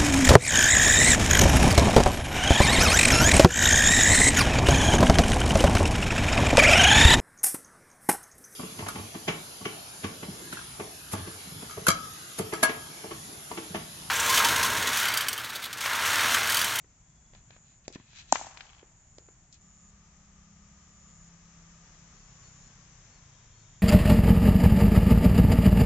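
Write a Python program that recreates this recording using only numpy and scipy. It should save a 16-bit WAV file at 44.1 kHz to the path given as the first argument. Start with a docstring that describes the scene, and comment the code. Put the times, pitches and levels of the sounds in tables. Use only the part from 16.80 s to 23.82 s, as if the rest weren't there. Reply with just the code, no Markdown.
"""A cricket bat meets the ball in an outdoor practice net: the impact excites damped modes, one sharp crack.
Walls and trees return it as echoes and diffuse reverberation. Shoes scuff by friction, the ball pitches,
then slaps the net, shakes its cords and drops with soft thuds.
Behind it, in calm air, a bush cricket buzzes by stridulation, a small bird chirps, a faint whistle
sounds and a distant vehicle drives by, humming at harmonics of its firing rate."""
import sys
import numpy as np
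from scipy import signal
from scipy.fft import rfft, irfft, next_fast_len
from scipy.io import wavfile

SR = 44100
rng = np.random.default_rng(int(sys.argv[2]) if len(sys.argv) > 2 else 0)


def transcribe(u):
    """Save the signal u as a 16-bit wav file named by the first command-line argument.

    u: samples, shape (n,) or (channels, n), limited to [-1, 1]; the rate is SR.
    q: integer samples, one column per channel.
    """
    v = np.clip(np.atleast_2d(u).T, -1, 1)
    q = np.round(v * 32767).astype(np.int16)
    wavfile.write(sys.argv[1], SR, q)


N = 309582
T = np.arange(N) / SR
HZ = np.fft.rfftfreq(N, 1 / SR)
MS = 1e-3
EDGE_HZ = 7740
CRACK_S = 1.52429
ROAD_IN_S, ROAD_RISE_S = 2.76, 0.072


def amp(db):
    """Amplitude ratio of a level in decibels."""
    return 10 ** (np.asarray(db) / 20)


def unit(x):
    """Normalisation to rms 1."""
    return x / np.sqrt(np.mean(x ** 2) + 1e-20)


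def read(points, hz):
    """Interpolation on a log-frequency axis."""
    f, value = np.transpose(points)
    return np.interp(np.log(hz + 1), np.log(f + 1), value)


def add(mix, s, sound):
    """Superposition: a sound joins the mix at time s."""
    part = mix[:, max(round(s * SR), 0):][:, :sound.shape[-1]]
    part += sound[..., :part.shape[1]]


def pan(lean_db):
    """Left and right gains for a level difference between the channels."""
    return amp([[lean_db / 2], [-lean_db / 2]])


def ramp(start_s, length_s):
    """Linear transition from 0 to 1."""
    return np.clip((T - start_s) / length_s, 0, 1)


def passing(nearest_s, span_s):
    """Spherical spreading: a source on a straight path is heard as one over distance."""
    return 1 / np.hypot(1, (T - nearest_s) / span_s)


def wander(rate_hz):
    """Random modulation: straight lines between Gaussian values."""
    knots = rng.standard_normal(8192)
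    return np.interp(T * rate_hz * 2, np.arange(len(knots)), knots)


def band(hz, width_hz):
    """Narrow-band noise: a carrier with random amplitude and phase."""
    envelope = wander(width_hz) + 1j * wander(width_hz)
    carrier = np.exp(2j * np.pi * np.cumsum(hz * np.ones(N)) / SR)
    return unit((envelope * carrier).real)


# likeness of the two channels: (frequency [Hz], correlation [-1 to 1])
CORRELATION = [(60, 0.99), (120, 0.99), (250, 0.98), (500, 0.84), (1000, 0.65), (2020, 0.26), (4090, 0.02),
               (8270, -0.14)]
# imbalance at lean = 1: (frequency [Hz], left minus right [dB])
IMBALANCE = [(60, 0.5), (100, 1.0), (180, 1.5), (310, 1.0), (540, -0.5), (930, 2.5), (1600, 4.0),
             (2770, 4.5), (4780, 8.0), (8270, 2.5)]
def noise(spectrum, lean=0):
    """Partly coherent noise: the channels are alike in the bass and unrelated in the treble."""
    a, b = rfft(rng.standard_normal((2, N)))
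    same = read(CORRELATION, HZ)
    channels = np.array([a, same * a + np.sqrt(1 - same ** 2) * b])
    balance = amp(lean * read(IMBALANCE, HZ) * np.array([[.5], [-.5]]))
    return unit(irfft(channels * balance * amp(read(spectrum, HZ)), N))


def hiss(size, centre_hz, octaves):
    """Random-phase stereo noise under a Gaussian hump in log frequency."""
    hz = np.fft.rfftfreq(size, 1 / SR)
    a, b = np.exp(2j * np.pi * rng.random((2, len(hz))))
    same = read(CORRELATION, hz)
    channels = np.array([a, same * a + np.sqrt(1 - same ** 2) * b])
    hump = np.exp(-.5 * (np.log2((hz + 1) / centre_hz) / octaves) ** 2) * (hz < EDGE_HZ)
    return unit(irfft(channels * hump, size))


def tick(centre_hz, decay_ms, octaves):
    """Noise transient with a fast attack and exponential decay."""
    t = T[:2048]
    return hiss(len(t), centre_hz, octaves) * np.exp(-t / (decay_ms * MS)) * (1 - np.exp(-t / 0.00034))


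def ring(hz, rise_ms):
    """Heavily damped mode: it swells during contact, peaks at rise_ms and dies quickly."""
    t = T[:2048]
    u = t / (rise_ms * MS)
    return -u ** 2 * np.exp(2 - 2 * u) * np.sin(2 * np.pi * hz * t)


# outdoor background: (frequency [Hz], relative spectral density [dB])
AIR_SPECTRUM = [(13, -23.5), (25, 0), (80, -2.5), (160, -4.5), (260, -17), (430, -25), (560, -24.5),
                (680, -21), (870, -23), (1900, -24.5), (4200, -33), (5300, -28.5), (7050, -13.5),
                (7700, -21.5)]
def calm_air():
    """Ambient noise whose level drifts slightly."""
    return amp(-57.5 + 0.76 * wander(2.7)) * noise(AIR_SPECTRUM, lean=0.49)


def far_whistle(start_s=.2, end_s=.75):
    """Narrow-band noise, heard as a faint, thin whistle."""
    u = ramp(start_s, end_s - start_s)
    arch = 2 * np.sqrt(u * (1 - u))
    return amp(-83) * band(3400, width_hz=43) * arch


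# traffic noise: (frequency [Hz], relative spectral density [dB])
ROAD_SPECTRUM = [(13, -19.5), (30, -1.5), (60, -5), (130, -16.5), (215, -14.5), (330, -20.5), (1050, -18.5),
                 (1450, -18.5), (1820, -18), (2700, -21), (4500, -25.5), (6100, -13.5), (7100, -15.5),
                 (7700, -22.5)]
def road():
    """Incoherent sources add in power: far traffic and one passing vehicle, towards the left."""
    roar = noise(ROAD_SPECTRUM, lean=.9)
    level = np.hypot(amp(-69), amp(-56) * passing(nearest_s=5.73, span_s=1))
    return ramp(ROAD_IN_S, ROAD_RISE_S) * level * amp(.5 * wander(6.1)) * roar


# engine speed, steady, stumbling, then slowing: (time [s], firing rate [Hz])
FIRING_RATE = [(5.4, 33.7), (5.62, 30.7), (5.8, 32.38), (7.02, 26.3)]
# harmonics, relative to the engine gain: (order [-], cruising [dB], pulling [dB], slowing [dB])
ENGINE_HARMONICS = [(1, -13.5, -11, -6), (2, -6, -14, -11), (3, -25, -20, -9), (4, -23, -16, -3),
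                    (5, -3, -1, -4.5), (6, -3, -11, -11)]
# swell of the hum: (time [s], gain [dB])
ENGINE_GAIN = [(2.85, -67.5), (3.6, -61.5), (4.15, -63.5), (4.45, -58), (4.9, -59), (5.25, -62.5),
               (5.7, -59.5), (6.1, -62.5), (7.02, -63.5)]
def engine(pull_s=4.24, slow_s=5.3, change_s=0.16, gear_order=36.2):
    """Periodic firing gives harmonics that shift with load; the gears sing at a multiple of its rate."""
    firing_hz = np.interp(T, *np.transpose(FIRING_RATE))
    pull, slow = ramp(pull_s, change_s), ramp(slow_s, change_s)
    unsteady = 0.0036 * wander(5.0) + 0.014 * slow * wander(14)
    phase = 2 * np.pi * np.cumsum(firing_hz * (1 + unsteady)) / SR
    hum = np.zeros(N)
    for order, cruise_db, pull_db, slow_db in ENGINE_HARMONICS:
        order_db = cruise_db + (pull_db - cruise_db) * pull + (slow_db - pull_db) * slow
        hum += np.sqrt(2) * amp(order_db + 1.9 * wander(5.3)) * np.sin(order * phase)
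    hum *= amp(np.interp(T, *np.transpose(ENGINE_GAIN)))
    gears = amp(-73.5) * passing(nearest_s=4.53, span_s=1.4) * band(gear_order * firing_hz, width_hz=90)
    return ramp(ROAD_IN_S, ROAD_RISE_S) * (hum + gears) * pan(1.4)


# far-off whine from the road: (frequency [Hz], level [dB])
WHINE_LINES = [(2891, -87.5), (3257, -78), (3639, -78)]
def road_whine():
    """Spectral lines broadened by random modulation: a thin, ragged whine at the end."""
    return sum(amp(db) * band(hz, width_hz=60) for hz, db in WHINE_LINES) * ramp(6.43, 0.028)


# bird calls: (time [s], duration [s], middle pitch [Hz], glide [Hz], level [dB])
BIRD_CHIRPS = [(5.364, 0.11, 4470, -200, -73), (5.622, 0.088, 4460, 150, -70), (5.815, .10, 4220, -40, -74),
               (6.305, 0.096, 4350, -300, -71), (6.719, 0.127, 4330, 60, -70)]
def bird(arch_hz=170):
    """Frequency modulation: thin whistles arch and glide in pitch, blurred by distance."""
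    out, waver, flutter = np.zeros((2, N)), wander(80), amp(2.3 * wander(57))
    for s, length, middle_hz, glide_hz, db in BIRD_CHIRPS:
        u = np.linspace(-1, 1, round(length * SR))
        span = slice(round(s * SR), round(s * SR) + len(u))
        hz = (middle_hz + glide_hz * u / 2 - arch_hz * u ** 2) * (1 + .014 * waver[span])
        envelope = amp(db) * flutter[span] * np.sqrt(1 - u ** 2)
        add(out, s, envelope * np.sin(2 * np.pi * np.cumsum(hz) / SR))
    return out


# phrases that swell to a sudden stop: (start [s], stop [s], final gain [dB])
INSECT_PHRASES = [(0, 0.99, -63.5), (1.844, 2.542, -63), (2.812, 3.109, -60.5), (3.6, 4.491, -60),
                  (5.138, 5.884, -60), (6.645, 7.203, -61.5)]
def bush_cricket(tooth_hz=6950, fall_hz_per_s=110000, swell_db=28):
    """Stridulation: each wing stroke is a short falling note; the strokes slow before each stop."""
    level, stroke_hz = np.zeros(N), np.full(N, 140.5)
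    for start, stop, last_db in INSECT_PHRASES:
        on = (T >= start) & (T < stop)
        level[on] = amp(last_db - swell_db * (stop - T[on]) ** 1.87)
        stroke_hz[on] -= 8 * np.exp((T[on] - stop) / 0.16)
    cycle = np.cumsum(stroke_hz) / SR % 1
    from_middle_s = (cycle - .5) / stroke_hz
    phase = 2 * np.pi * (tooth_hz - fall_hz_per_s * from_middle_s / 2) * from_middle_s
    note = np.cos(phase + .7 * wander(45))
    strokes = unit(note * np.sin(np.pi * cycle) ** 2 * amp(wander(60)))
    # foliage smears part of the song into a steady rasp
    rasp = noise([(5000, -42.5), (6400, -19), (6750, -10), (6950, -11.5), (7150, 0.5), (7500, -7),
                  (8000, -36)])
    return level * (.85 * strokes + .4 * rasp) * pan(-.5)


# rubbing of shoes, pads and bat: (time [s], duration [s], gain [dB], centre [Hz])
SCUFF_STROKES = [(0.528, 0.09, -65, 2200), (0.687, 0.11, -62, 1800), (0.825, 0.16, -66.5, 3480),
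                 (1.04, 0.03, -59.5, 2800), (1.079, 0.23, -63, 2370), (1.124, 0.042, -48, 4240),
                 (1.251, 0.25, -56, 3218), (1.343, 0.096, -47, 3500), (1.468, 0.082, -52.5, 4830),
                 (2.714, 0.072, -61.5, 5100)]
# colour of the rubbing: (frequency [Hz], bandwidth [Hz], lift [dB])
SCUFF_RESONANCES = [(1700, 350, 5), (2520, 250, 8), (3350, 250, 4), (4040, 350, 6), (6080, 300, 5),
                    (7190, 300, 5)]
def scuffs():
    """Friction noise: lightly grained hiss swells and fades, filtered by a few resonances."""
    out, grain = np.zeros((2, N)), amp(1.6 * wander(200))
    for s, length, db, centre_hz in SCUFF_STROKES:
        stroke = hiss(32768, centre_hz, octaves=1.15)[:, :round(length * SR)]
        add(out, s, amp(db) * stroke * np.sin(np.linspace(0, np.pi, stroke.shape[1])))
    colour_db = sum(lift / (1 + (2 * (HZ - hz) / width) ** 2) for hz, width, lift in SCUFF_RESONANCES)
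    return irfft(rfft(out * grain) * amp(colour_db - 5), N) * pan(2.5)


# shoes on the pitch: (time [s], level [dB], centre [Hz])
SHOE_TAPS = [(.5350, -50, 1300), (.5490, -47, 2200), (0.706, -45.5, 1900), (.7640, -52, 1000),
             (1.3310, -54, 1300)]
def shoe_taps():
    """Light impacts: a weak damped mode under a tick of noise."""
    out = np.zeros((2, N))
    for s, db, hz in SHOE_TAPS:
        add(out, s, amp(db) * (.55 * ring(560, .8) + tick(hz, 3, 1.1)))
    return out * pan(1.2)


# grit under a shoe: (time [s], level [dB], decay time [ms])
GRIT_CRUNCHES = [(1.126, -37.5, 0.85), (2.7262, -47.5, 6.5), (2.742, -47.5, 3.4)]
def grit():
    """Friction transients: grit crunches brightly under a turning shoe."""
    out = np.zeros((2, N))
    for s, db, decay_ms in GRIT_CRUNCHES:
        add(out, s, amp(db) * tick(8200, decay_ms, 0.85))
    return out * pan(2.1)


# feet and ball on mat and turf: (time [s], thud [dB], frequency [Hz], rise time [ms], grit [dB])
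TURF_THUDS = [(0.044, -54, 420, 1.9, -61), (1.102, -45.5, 297, 1.8, -58), (1.1570, -31, 225, 1.7, -40.5),
              (1.199, -44, 180, 2.6, -54), (2.029, -43.5, 398.5, 1.9, -56), (2.4855, -47, 413, 2.16, -55.5)]
def turf_thuds():
    """Impacts on soft ground: a low damped mode and a tick of grit."""
    out = np.zeros((2, N))
    for s, thud_db, hz, rise_ms, grit_db in TURF_THUDS:
        add(out, s, amp(thud_db) * ring(hz, rise_ms) + amp(grit_db) * tick(950, 4.6, 1.1))
    return out * pan(.6)


# the ball on the ground: (time [s], thud [dB], rise time [ms], tick [dB])
BALL_BOUNCES = [(1.0801, -26.5, .7, -26), (2.3838, -39.5, 1.15, -38)]
def ball_bounces():
    """Two impacts, hard then soft: the softer contact builds more slowly."""
    out = np.zeros((2, N))
    for s, thud_db, rise_ms, tick_db in BALL_BOUNCES:
        add(out, s, amp(thud_db) * ring(444, rise_ms) + amp(tick_db) * tick(8300, 1.3, 1.86))
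    return out * pan(1.5)


def net_shake(start_s=1.777, rise_s=0.024, still_s=2.04, fade_db_per_s=30, ticks_per_s=60):
    """Damped motion: the mesh rustles and settles while its cords tick as a Poisson process."""
    age = np.maximum(T - start_s, 0)
    settle = np.clip((still_s - T) / .04, 0, 1)
    shake = ramp(start_s, rise_s) * amp(-fade_db_per_s * age) * settle
    cords = (rng.random(N) < ticks_per_s / SR) * rng.uniform(.3, 1, N) * shake
    rattle = signal.oaconvolve(cords[None], tick(1900, 1.8, .7), axes=1)[:, :N]
    rustle = hiss(next_fast_len(N), 2600, octaves=2.6)[:, :N] * shake
    return (amp(-42) * rattle + amp(-59.5) * rustle) * pan(2.5)


# the ball in the net: (time [s], thud [dB], frequency [Hz], snap [dB], snap centre [Hz])
NET_SLAPS = [(1.556, -20.5, 944, -22.5, 1394), (1.7732, -33, 1910, -41.5, 3150),
             (1.807, -49, 1680, -36, 2180)]
def net_slaps(rise_cycles=0.39):
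    """Impulsive loading: the ball slaps the mesh and the cords snap taut."""
    out = np.zeros((2, N))
    for s, thud_db, hz, snap_db, snap_hz in NET_SLAPS:
        thud = ring(hz, rise_cycles / hz / MS)
        add(out, s, amp(thud_db) * thud + amp(snap_db) * tick(snap_hz, 3.7, .8))
    return out * pan(4.5)


def with_tail(sound, t60=0.22):
    """Reverberation by convolution: the surroundings add a faint, decaying tail."""
    tail = hiss(16384, 1510, octaves=3.2) * amp(-60 * T[:16384] / t60)
    tail /= np.linalg.norm(tail[0])
    return sound + amp(-17.5) * signal.fftconvolve(sound, tail, axes=1)[:, :N]


# crack scattered from near and far: (frequency [Hz], relative spectral density [dB])
NEAR_SPECTRUM = [(100, -17.5), (400, -26), (800, 2.5), (1500, -10.5), (2600, -4.5), (4000, -4.5),
                 (5200, -5), (6400, 3.5), (7600, 2)]
FAR_SPECTRUM = [(100, -22.5), (480, -16), (800, 0.5), (1300, -4.5), (2500, -8.5), (4000, -18), (6500, -9.5),
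                (7600, -10)]
def scatter(spectrum, db, t60, rise_s, lean_db):
    """Diffuse reflection: countless small echoes of the crack arrive in clumps and decay."""
    age = np.maximum(T - CRACK_S, 0)
    clumps_db = 2.2 * wander(90)
    build_up = 1 - np.exp(-(age / rise_s) ** 2)
    decay = amp(db - 60 * age / t60 + clumps_db)
    return noise(spectrum) * build_up * decay * pan(lean_db)


# modes of bat and ball: (frequency [Hz], rise time [ms], left level [dB], right level [dB])
BAT_MODES = [(257, 3.6, -25.7, -28.2), (742, 2.14, -40.0, -11.0), (856, 1.51, -4.9, -12.0),
             (1516, 2.36, -27.7, -27.4), (1855, 3.6, -32.1, -36.9), (2542, 1.18, -25.7, -25.9),
             (2926, 0.98, -25.7, -25.0), (4119, 2.08, -24.2, -30.9), (4877, 1.5, -21.8, -28.7),
             (5936, 1.22, -15.6, -23.9), (6515, 1.37, -15.6, -36.0), (7173, 0.35, -8.1, -4.2),
             (7494, 3.6, -32.6, -28.9)]
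# echoes from pitch, walls and trees: (delay [s], gain [dB], low-pass cutoff [Hz])
REFLECTIONS = [(.0033, -17, 801.5), (0.0222, -35, 2500), (.0700, -29, 2830), (.0820, -41.5, 4000),
               (0.0876, -21, 1490), (.1210, -31, 2200), (0.1434, -26.5, 1300)]
def bat_crack(ground_dip_hz=455, right_leads_ms=.114):
    """Modal superposition: the blow rings bat and ball, and duller echoes follow."""
    modes = sum(amp([[left], [right]]) * ring(hz, rise_ms) for hz, rise_ms, left, right in BAT_MODES)
    # the reflection off the grass cancels one low band
    blow = signal.lfilter(*signal.iirnotch(ground_dip_hz, Q=3.5, fs=SR), modes)
    out = np.zeros((2, N))
    add(out, CRACK_S, blow)
    for delay, db, cutoff_hz in REFLECTIONS:
        echo = signal.lfilter(*signal.butter(1, cutoff_hz, fs=SR), blow)
        add(out, CRACK_S + delay, amp(db) * echo)
    out[1] = np.roll(out[1], -round(right_leads_ms * MS * SR))
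    return out


def scene():
    """Superposition of the stroke, the movement around it and the background."""
    near = scatter(NEAR_SPECTRUM, db=-26.5, t60=0.48, rise_s=.009, lean_db=3.5)
    far = scatter(FAR_SPECTRUM, db=-42.5, t60=1.4, rise_s=0.044, lean_db=2.0)
    knocks = ball_bounces() + turf_thuds() + shoe_taps() + net_slaps() + grit()
    movement = with_tail(knocks) + net_shake() + scuffs()
    background = calm_air() + road() + engine() + road_whine() + bush_cricket() + bird() + far_whistle()
    return bat_crack() + near + far + movement + background


def record(dry):
    """Band limiting: a steep low-pass filter removes the top treble."""
    low_pass = signal.firwin(301, EDGE_HZ, window=("kaiser", 7), fs=SR)
    return signal.oaconvolve(dry, low_pass[None], "same")


dry = scene()
out = record(dry)
transcribe(out)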